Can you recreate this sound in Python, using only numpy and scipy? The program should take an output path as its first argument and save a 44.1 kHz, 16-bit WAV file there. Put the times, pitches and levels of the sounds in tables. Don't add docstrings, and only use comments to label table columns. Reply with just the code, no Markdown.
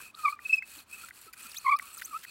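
import sys
import numpy as np
from scipy import signal
from scipy.fft import rfft, irfft, next_fast_len
from scipy.io import wavfile
from scipy.ndimage import uniform_filter1d, map_coordinates

SR = 44100
rng = np.random.default_rng(int(sys.argv[2]) if len(sys.argv) > 2 else 0)


def transcribe(u):
    v = np.clip(np.atleast_2d(u).T, -1, 1)
    q = np.round(v * 32767).astype(np.int16)
    wavfile.write(sys.argv[1], SR, q)


def volts_from_decibels(level):
    exponent = np.asarray(level, float) / 20
    return 10 ** exponent


N = 101429
TOP_HZ = 15850

# frequency in Hz, density in dB per Hz.
RUMBLE_SPECTRUM = [(24, -8), (40, 0), (70, 4.5), (140, -6), (237, 0), (477, -8.5), (1000, -3.5),
                   (1300, -11.5), (2200, -120)]
# start in seconds, end in seconds, then rasp, low mode and high mode levels in dB.
STROKES = [(-.1, 0.121, -51.5, -62, -44.5), (0.128, 0.366, -51.5, -50, -52),
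           (0.384, 0.607, -51, -61.5, -48.5), (0.622, 0.852, -50, -65, -52.5),
           (0.86, 1.118, -51, -55.5, -49.5), (1.108, 1.323, -54, -67, -65), (1.342, 1.559, -49.5, -54, -49),
           (1.536, 1.782, -53.5, -55.5, -52.5), (1.773, 2.025, -52.5, -51.5, -56.5),
           (2.01, 2.256, -52.5, -55.5, -59.5), (2.24, 2.444, -53, -57, -48.5)]
NOTCH_DB = [-64.5, -59, -64.5, -62, -62, -65.5, -64, -61, -65.5, -66, -55.5]
# frequency in Hz, density in dB per Hz.
RASP_SPECTRUM = [(290, -9), (500, -11), (687, -17), (1450, -1.5), (2110, -6.5), (2660, -1.5), (3400, -6.5),
                 (7860, -9.5), (15700, -7.5)]
# frequency in Hz, width in Hz, level in dB.
BOARD_MODES = [(7800, 710, 6.5), (9310, 980, 4.5), (11470, 600, 1)]
# time in seconds, peak in dB, ring length share, pitch share.
TICKS = [
    (0.0034, -35, 0.84, .78),
    (0.3908, -38, 0.67, 0.92),
    (0.623, -34.5, 1.16, 1.03),
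    (1.085, -45, 1.3, 0.975),
    (1.1078, -36.5, 1.02, 1.002),
    (1.3374, -36.5, 0.86, .98),
    (1.7961, -30, 0.56, 0.98),
    (1.9985, -49, 0.72, 0.96),
    (2.0186, -30.5, 1.05, 0.98),
    (2.249, -31.5, 0.7, 0.99),
]
# frequency in Hz, level in dB, 60 dB decay in seconds.
SOCKET_MODES = [(2006, 3.5, 0.016), (1553, -2.5, 0.017), (2740, -35, 0.011)]
# centre in seconds, pitch in Hz, level in dB,
# half width in ms, glide in Hz per ms.
LOW_SWELLS = [(.184, 1334, -51.5, 11, -3), (.198, 1250, -49.5, 7.6, -2), (.212, 1257, -47, 10, 0.5),
              (.243, 1208, -33.5, 8.5, -2), (.2575, 1198, -20, 7.87, -7.5), (.273, 1135, -28.5, 5.5, 0.5),
              (.2826, 1144, -24, 4.8, -11), (.298, 1174, -35, 11.2, -3), (.33, 1218, -32.5, 4.8, 2),
              (1.0426, 1371, -43, 5.5, -1), (1.2868, 1308, -51.5, 11.7, 0), (1.4615, 1354, -45.5, 5.6, 1),
              (1.6528, 1108, -35, 5.7, -11), (1.6672, 1079, -22.5, 6.2, -9), (1.685, 1061, -21, 7.3, -10),
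              (1.6975, 1130, -21.5, 6.2, 1), (1.714, 1194, -24.5, 5.5, -2.5),
              (1.7265, 1116, -22.5, 7.6, -8), (1.74, 1156, -21, 7.9, 0), (1.752, 1167, -24.5, 5.3, 1.5),
              (1.765, 1246, -39, 7, -2.5), (1.7858, 1158, -46.5, 5.7, 2.5), (1.826, 1135, -48, 8.6, 0),
              (1.85, 1131, -52.5, 9.5, 0.5), (2.137, 1159, -39, 9.9, -6), (2.15, 1249, -34, 5.8, 2),
              (2.1655, 1311, -33, 7.3, 1.5)]
# centre in seconds, pitch in Hz, level in dB,
# half width in ms.
LOW_TAILS = [(.148, 1230, -52.5, 7.3), (.345, 1222, -45, 5.2), (.368, 1170, -52.5, 8.7),
             (.4, 1203, -57, 12.7), (0.431, 1167, -60.5, 14.14), (2.09, 1300, -56.5, 14),
             (2.115, 1282, -46, 5.5)]
# centre in seconds, pitch in Hz, level in dB, half width in ms, glide in Hz per ms.
HIGH_SWELLS = [(.059, 2576, -54, 16.2, -1), (.1038, 2540, -52, 4.83, -0.5), (.4606, 2556, -31, 7.33, 1),
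               (.4985, 2596, -29, 4.4, 4.5), (.5081, 2620, -28, 6.7, 0), (.522, 2563, -41, 2.8, 0.5),
               (.534, 2587, -16.5, 5.62, 13.5), (.5435, 2600, -19.5, 5.4, -5), (.554, 2600, -34, 5.8, -3),
               (.5716, 2590, -36.5, 4.2, 1), (.586, 2524, -29, 7.9, -4), (.61, 2614, -47, 11.2, -0.5),
               (.635, 2604, -44.5, 11.2, 1.5), (.9336, 2554, -40.5, 7.1, 0.5), (.947, 2615, -43, 4.4, -0.5),
               (1.0138, 2560, -44.5, 3.3, 1.5)]
# time in seconds, second partial in dB relative to the first.
LOW_BITE = [
    [(.2425, -23), (.2525, -11.5), (.2645, -5.5), (.2775, -16), (.2875, 2.5), (.2975, -9), (.305, -6.5),
     (.328, -10.5), (.34, -8.5)],
    [(1.04, -16), (1.46, -16)],
    [(1.652, -16), (1.671, -4), (1.6875, -16), (1.7025, -5), (1.7125, -13.5), (1.721, 1), (1.7325, -8),
     (1.7425, -13), (1.7525, -29)],
    [(1.77, -6), (2.137, -17.5), (2.165, -15.5)],
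]
# time in seconds, second partial in dB relative to the first.
HIGH_BITE = [
    [(.46, -36), (.5, -33.5), (.532, -32.5), (.543, -21.5), (.55, -34), (.572, -25), (.587, -20.5),
     (.6, -32)],
]
# multiple, level in dB at the reference level,
# extra dB per dB of squeak, share of the bite.
LOW_OVERTONES = [(3, -35, .95, .2), (4, -35, .85, .2)]
# multiple, level in dB at the reference level,
# extra dB per dB of squeak, share of the bite.
HIGH_OVERTONES = [(2.98, -10.5, 0.13, 0.74)]
# time in seconds, slip rate in Hz, level in dB.
CREAKS = [
    [(.145, 3050, -53), (.149, 4000, -48), (.152, 4330, -48)],
    [(1.328, 2460, -61), (1.335, 2416, -47), (1.343, 2300, -71)],
    [(1.51, 6000, -47), (1.521, 4260, -48), (1.527, 3100, -60), (1.538, 2450, -46)],
    [(1.553, 1700, -52), (1.558, 3300, -50), (1.564, 3450, -41.5), (1.574, 4120, -36), (1.5765, 5600, -47),
     (1.584, 6300, -34.5), (1.591, 6900, -46)],
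    [(1.763, 5360, -49), (1.768, 5150, -52), (1.775, 4200, -56)],
    [(1.975, 7800, -49), (1.987, 4600, -49), (1.995, 3200, -57), (2.001, 1800, -53)],
    [(2.022, 2100, -56), (2.037, 5000, -50), (2.044, 6050, -53), (2.053, 6300, -35.5), (2.0555, 7400, -42),
     (2.06, 8600, -38.5), (2.064, 8900, -53)],
    [(2.22, 5200, -64), (2.224, 3630, -57), (2.229, 2330, -55)],
]
CREAK_TILTS_DB = [-23, -1, -5.5, -6.5, -4, -0.5, -4.5, -14]
# start in seconds, length in seconds, level in dB.
SCUFFS = [
    (0.622, 0.011, -56),
    (1.084, 0.0099, -45.5),
    (1.102, 0.0018, -49),
    (1.327, 0.023, -52.5),
    (1.54, 0.017, -43),
    (1.788, 0.0049, -38),
    (1.991, 0.018, -44.5),
    (2.012, 0.02, -43),
    (2.227, 0.028, -44.5),
]
# frequency in Hz, density in dB per Hz.
SCUFF_SPECTRUM = [(530, -25), (900, -13.5), (1740, 0.5), (5960, -9), (6710, -7.5), (15700, -6.5)]
# time in seconds,
# peak in dB, frequency in Hz.
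SNAPS = [
    (0.752, -49, 8000),
    (0.932, -42, 7680),
    (0.9951, -44, 8900),
    (1.047, -40.5, 7760),
    (1.3763, -45, 9170),
    (1.4304, -38.5, 7820),
    (1.9308, -41, 7900),
    (1.9405, -37, 9300),
    (1.9484, -39, 7790),
    (1.9705, -37.5, 8870),
         (0.7895, -41, 4110),
    (1.7628, -47, 4140),
    (1.8134, -52, 5550),
]
# time in seconds, peak in dB, frequency in Hz.
THUDS = [
    (0.767, -53, 301),
    (1.263, -54, 376),
    (1.448, -56.5, 214),
    (2.085, -58.5, 284),
]


def unit(x):
    return x / np.sqrt(np.mean(x ** 2) + 1e-20)


def along(points, hz):
    f, v = np.transpose(points)
    return np.interp(np.log(hz + 1), np.log(f + 1), v)


def wobble(rate, size=N):
    knots = rng.standard_normal(int(size * rate / SR) + 4)
    return map_coordinates(knots, [np.arange(size) * rate / SR])


def filtered(x, response):
    m = next_fast_len(N + 8192)
    return irfft(rfft(x, m) * response(np.fft.rfftfreq(m, 1 / SR)), m)[:N]


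def coloured(x, spectrum):
    return unit(filtered(x, lambda f: volts_from_decibels(along(spectrum, f))))


def mode(f, hz, width_hz):
    return 1j * f * width_hz / (hz * hz - f * f + 1j * f * width_hz)


def add(out, s, x):
    part = out[round(s * SR):][:len(x)]
    part += x[:len(part)]


def air():
    rumble = coloured(rng.standard_normal(N), RUMBLE_SPECTRUM)
    hiss = coloured(rng.standard_normal(N), [(700, -32), (1000, 13), (4000, 2.5), (15000, -12.5)])
    return volts_from_decibels(-69 + 1.1 * wobble(6.84)) * rumble + volts_from_decibels(-69.5) * hiss


def patchy(x, depth_db):
    z = signal.stft(x, nperseg=256)[2]
    field = uniform_filter1d(rng.standard_normal(z.shape), size=4, axis=0)
    field = uniform_filter1d(field, size=5, axis=1)
    return signal.istft(z * volts_from_decibels(depth_db * unit(field)), nperseg=256)[1][:N]


def grit(depth_db):
    return rng.standard_normal(N) * volts_from_decibels(depth_db * rng.standard_normal(N))


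def grit_on_mode(depth_db, hz, width_hz):
    return unit(filtered(grit(depth_db), lambda f: mode(f, hz, width_hz) ** 2))


def board(f):
    peaks = sum(volts_from_decibels(db) * abs(mode(f, hz, width)) ** 2 for hz, width, db in BOARD_MODES)
    return volts_from_decibels(along(RASP_SPECTRUM, f)) * (1 + peaks)


def rasp():
    t = np.arange(N) / SR
    gains = np.zeros((4, N))
    speed_powers = np.array([[1.12], [0.82], [0.82], [1.12]])
    for (start, end, *dbs), notch_db in zip(STROKES, NOTCH_DB):
        rise_s, fall_s = 0.088 if start < 1 else 0.054, 0.06
        speed = np.clip((t - start) / rise_s, 0, 1) * np.clip((end - t) / fall_s, 0, 1)
        gains += volts_from_decibels(np.array([*dbs, notch_db]))[:, None] * speed ** speed_powers
    body = unit(patchy(filtered(grit(3), board), depth_db=2))
    body = body * volts_from_decibels(.8 * wobble(40) + 2.2 * wobble(300))
    low = grit_on_mode(0.42, hz=1286, width_hz=230) * volts_from_decibels(3 * unit(wobble(90)) - 8.5)
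    high = grit_on_mode(1.5, hz=2516, width_hz=190) * volts_from_decibels(3 * unit(wobble(70)) - 8)
    notch = grit_on_mode(1.2, hz=4314, width_hz=590) * volts_from_decibels(2.7 * wobble(110))
    return (gains * [body, low, high, notch]).sum(axis=0)


def ticks():
    out, t = np.zeros(N), np.arange(SR // 8) / SR
    for s, db, share, pitch in TICKS:
        ring = np.zeros(len(t))
        for hz, level, t60 in SOCKET_MODES:
            decay = volts_from_decibels(level + rng.normal(0, 3) - 60 * t / (t60 * share))
            ring += decay * np.sin(2 * np.pi * hz * pitch * t + 0.63 * wobble(430, size=len(t)))
        add(out, s, volts_from_decibels(db + 4.0) * (1 - np.exp(-t / 0.0015)) * ring)
    return out


def stick_slip(pitch, level, overtones, jitter):
    size = len(pitch)
    phase = 2 * np.pi * np.cumsum(pitch) / SR + jitter * wobble(600, size=size)
    x = np.sin(phase)
    for k, relative_db in overtones:
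        strength = volts_from_decibels(relative_db + 1.1 * wobble(330, size=size)) * (k * pitch < TOP_HZ)
        x -= strength * np.cos(k * phase + .7)
    return np.sqrt(2) * volts_from_decibels(level) * x


def squeak(swells, bites, table):
    s, hz, db, width, glide = np.transpose(swells)[:, :, None]
    t = np.arange(N) / SR
    ms = (t - s) * 1000
    bells = volts_from_decibels(db) * np.exp(-(ms / width) ** 2) + 1e-9
    swell_pitch = hz + glide * np.clip(ms, -width, width)
    pitch = (bells ** 2 * swell_pitch).sum(axis=0) / (bells ** 2).sum(axis=0)
    level = 20 * np.log10(bells.sum(axis=0))
    bite = np.interp(t, *np.vstack(bites).T)
    overtones = [(2.006, bite)]
    for k, relative_db, slope, share in table:
        overtones.append((k, relative_db + slope * (level + 25.5) + share * bite))
    return stick_slip(pitch, level, overtones, jitter=0.023)


def squeaks():
    low_rows = [*LOW_SWELLS, *[(*row, 0) for row in LOW_TAILS]]
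    low = squeak(low_rows, LOW_BITE, LOW_OVERTONES)
    return low + squeak(HIGH_SWELLS, HIGH_BITE, HIGH_OVERTONES)


def creak(rows, tilt_db):
    s, hz, db = np.transpose(rows)
    t = np.arange(s[0], s[-1], 1 / SR)
    level = np.interp(t, s, db) + 3 * wobble(310, size=len(t)) - 2.0
    fade = np.clip(np.minimum(t - t[0], t[-1] - t) / 0.001, 0, 1)
    overtones = [(k, tilt_db * np.log2(k)) for k in range(2, 7)]
    return fade * stick_slip(np.interp(t, s, hz), level, overtones, jitter=.9)


def cord():
    gate = np.zeros(N)
    for s, length, db in SCUFFS:
        add(gate, s, volts_from_decibels(db) * np.sin(np.pi * np.linspace(0, 1, round(length * SR))) ** 0.65)
    slips = grit(3) * volts_from_decibels(2 * wobble(700))
    out = coloured(slips, SCUFF_SPECTRUM) * gate
    for rows, tilt_db in zip(CREAKS, CREAK_TILTS_DB):
        add(out, rows[0][0], creak(rows, tilt_db))
    return out


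def snaps():
    out, t = np.zeros(N), np.arange(SR // 40) / SR
    rise_s, t60 = 0.00056, .012
    for s, db, hz in SNAPS:
        ring = np.sin(2 * np.pi * hz * t + .6 * wobble(700, size=len(t)))
        add(out, s, volts_from_decibels(db + 6 - 60 * t / t60) * (1 - np.exp(-t / rise_s)) * ring)
    return out


def bow_knocks():
    out, t = np.zeros(N), np.arange(SR // 8) / SR
    rise_s, t60 = 0.0049, 0.085
    for s, db, hz in THUDS:
        ring = np.sin(2 * np.pi * hz * t + 1.75 * wobble(88, size=len(t)))
        add(out, s, volts_from_decibels(db + 5.0 - 60 * t / t60) * (1 - np.exp(-t / rise_s)) * ring)
    return out


def scene():
    return (air() + rasp() + ticks() + squeaks() + cord() + snaps() + bow_knocks())[None]


def low_pass(x):
    return signal.sosfilt(signal.butter(12, 16950, fs=SR, output="sos"), x)


def record(dry):
    mix = filtered(dry[0], lambda f: (f < TOP_HZ) / (1 + (42 / (f + 1)) ** 4))[None]
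    return low_pass(mix)


dry = scene()
out = record(dry)
transcribe(out)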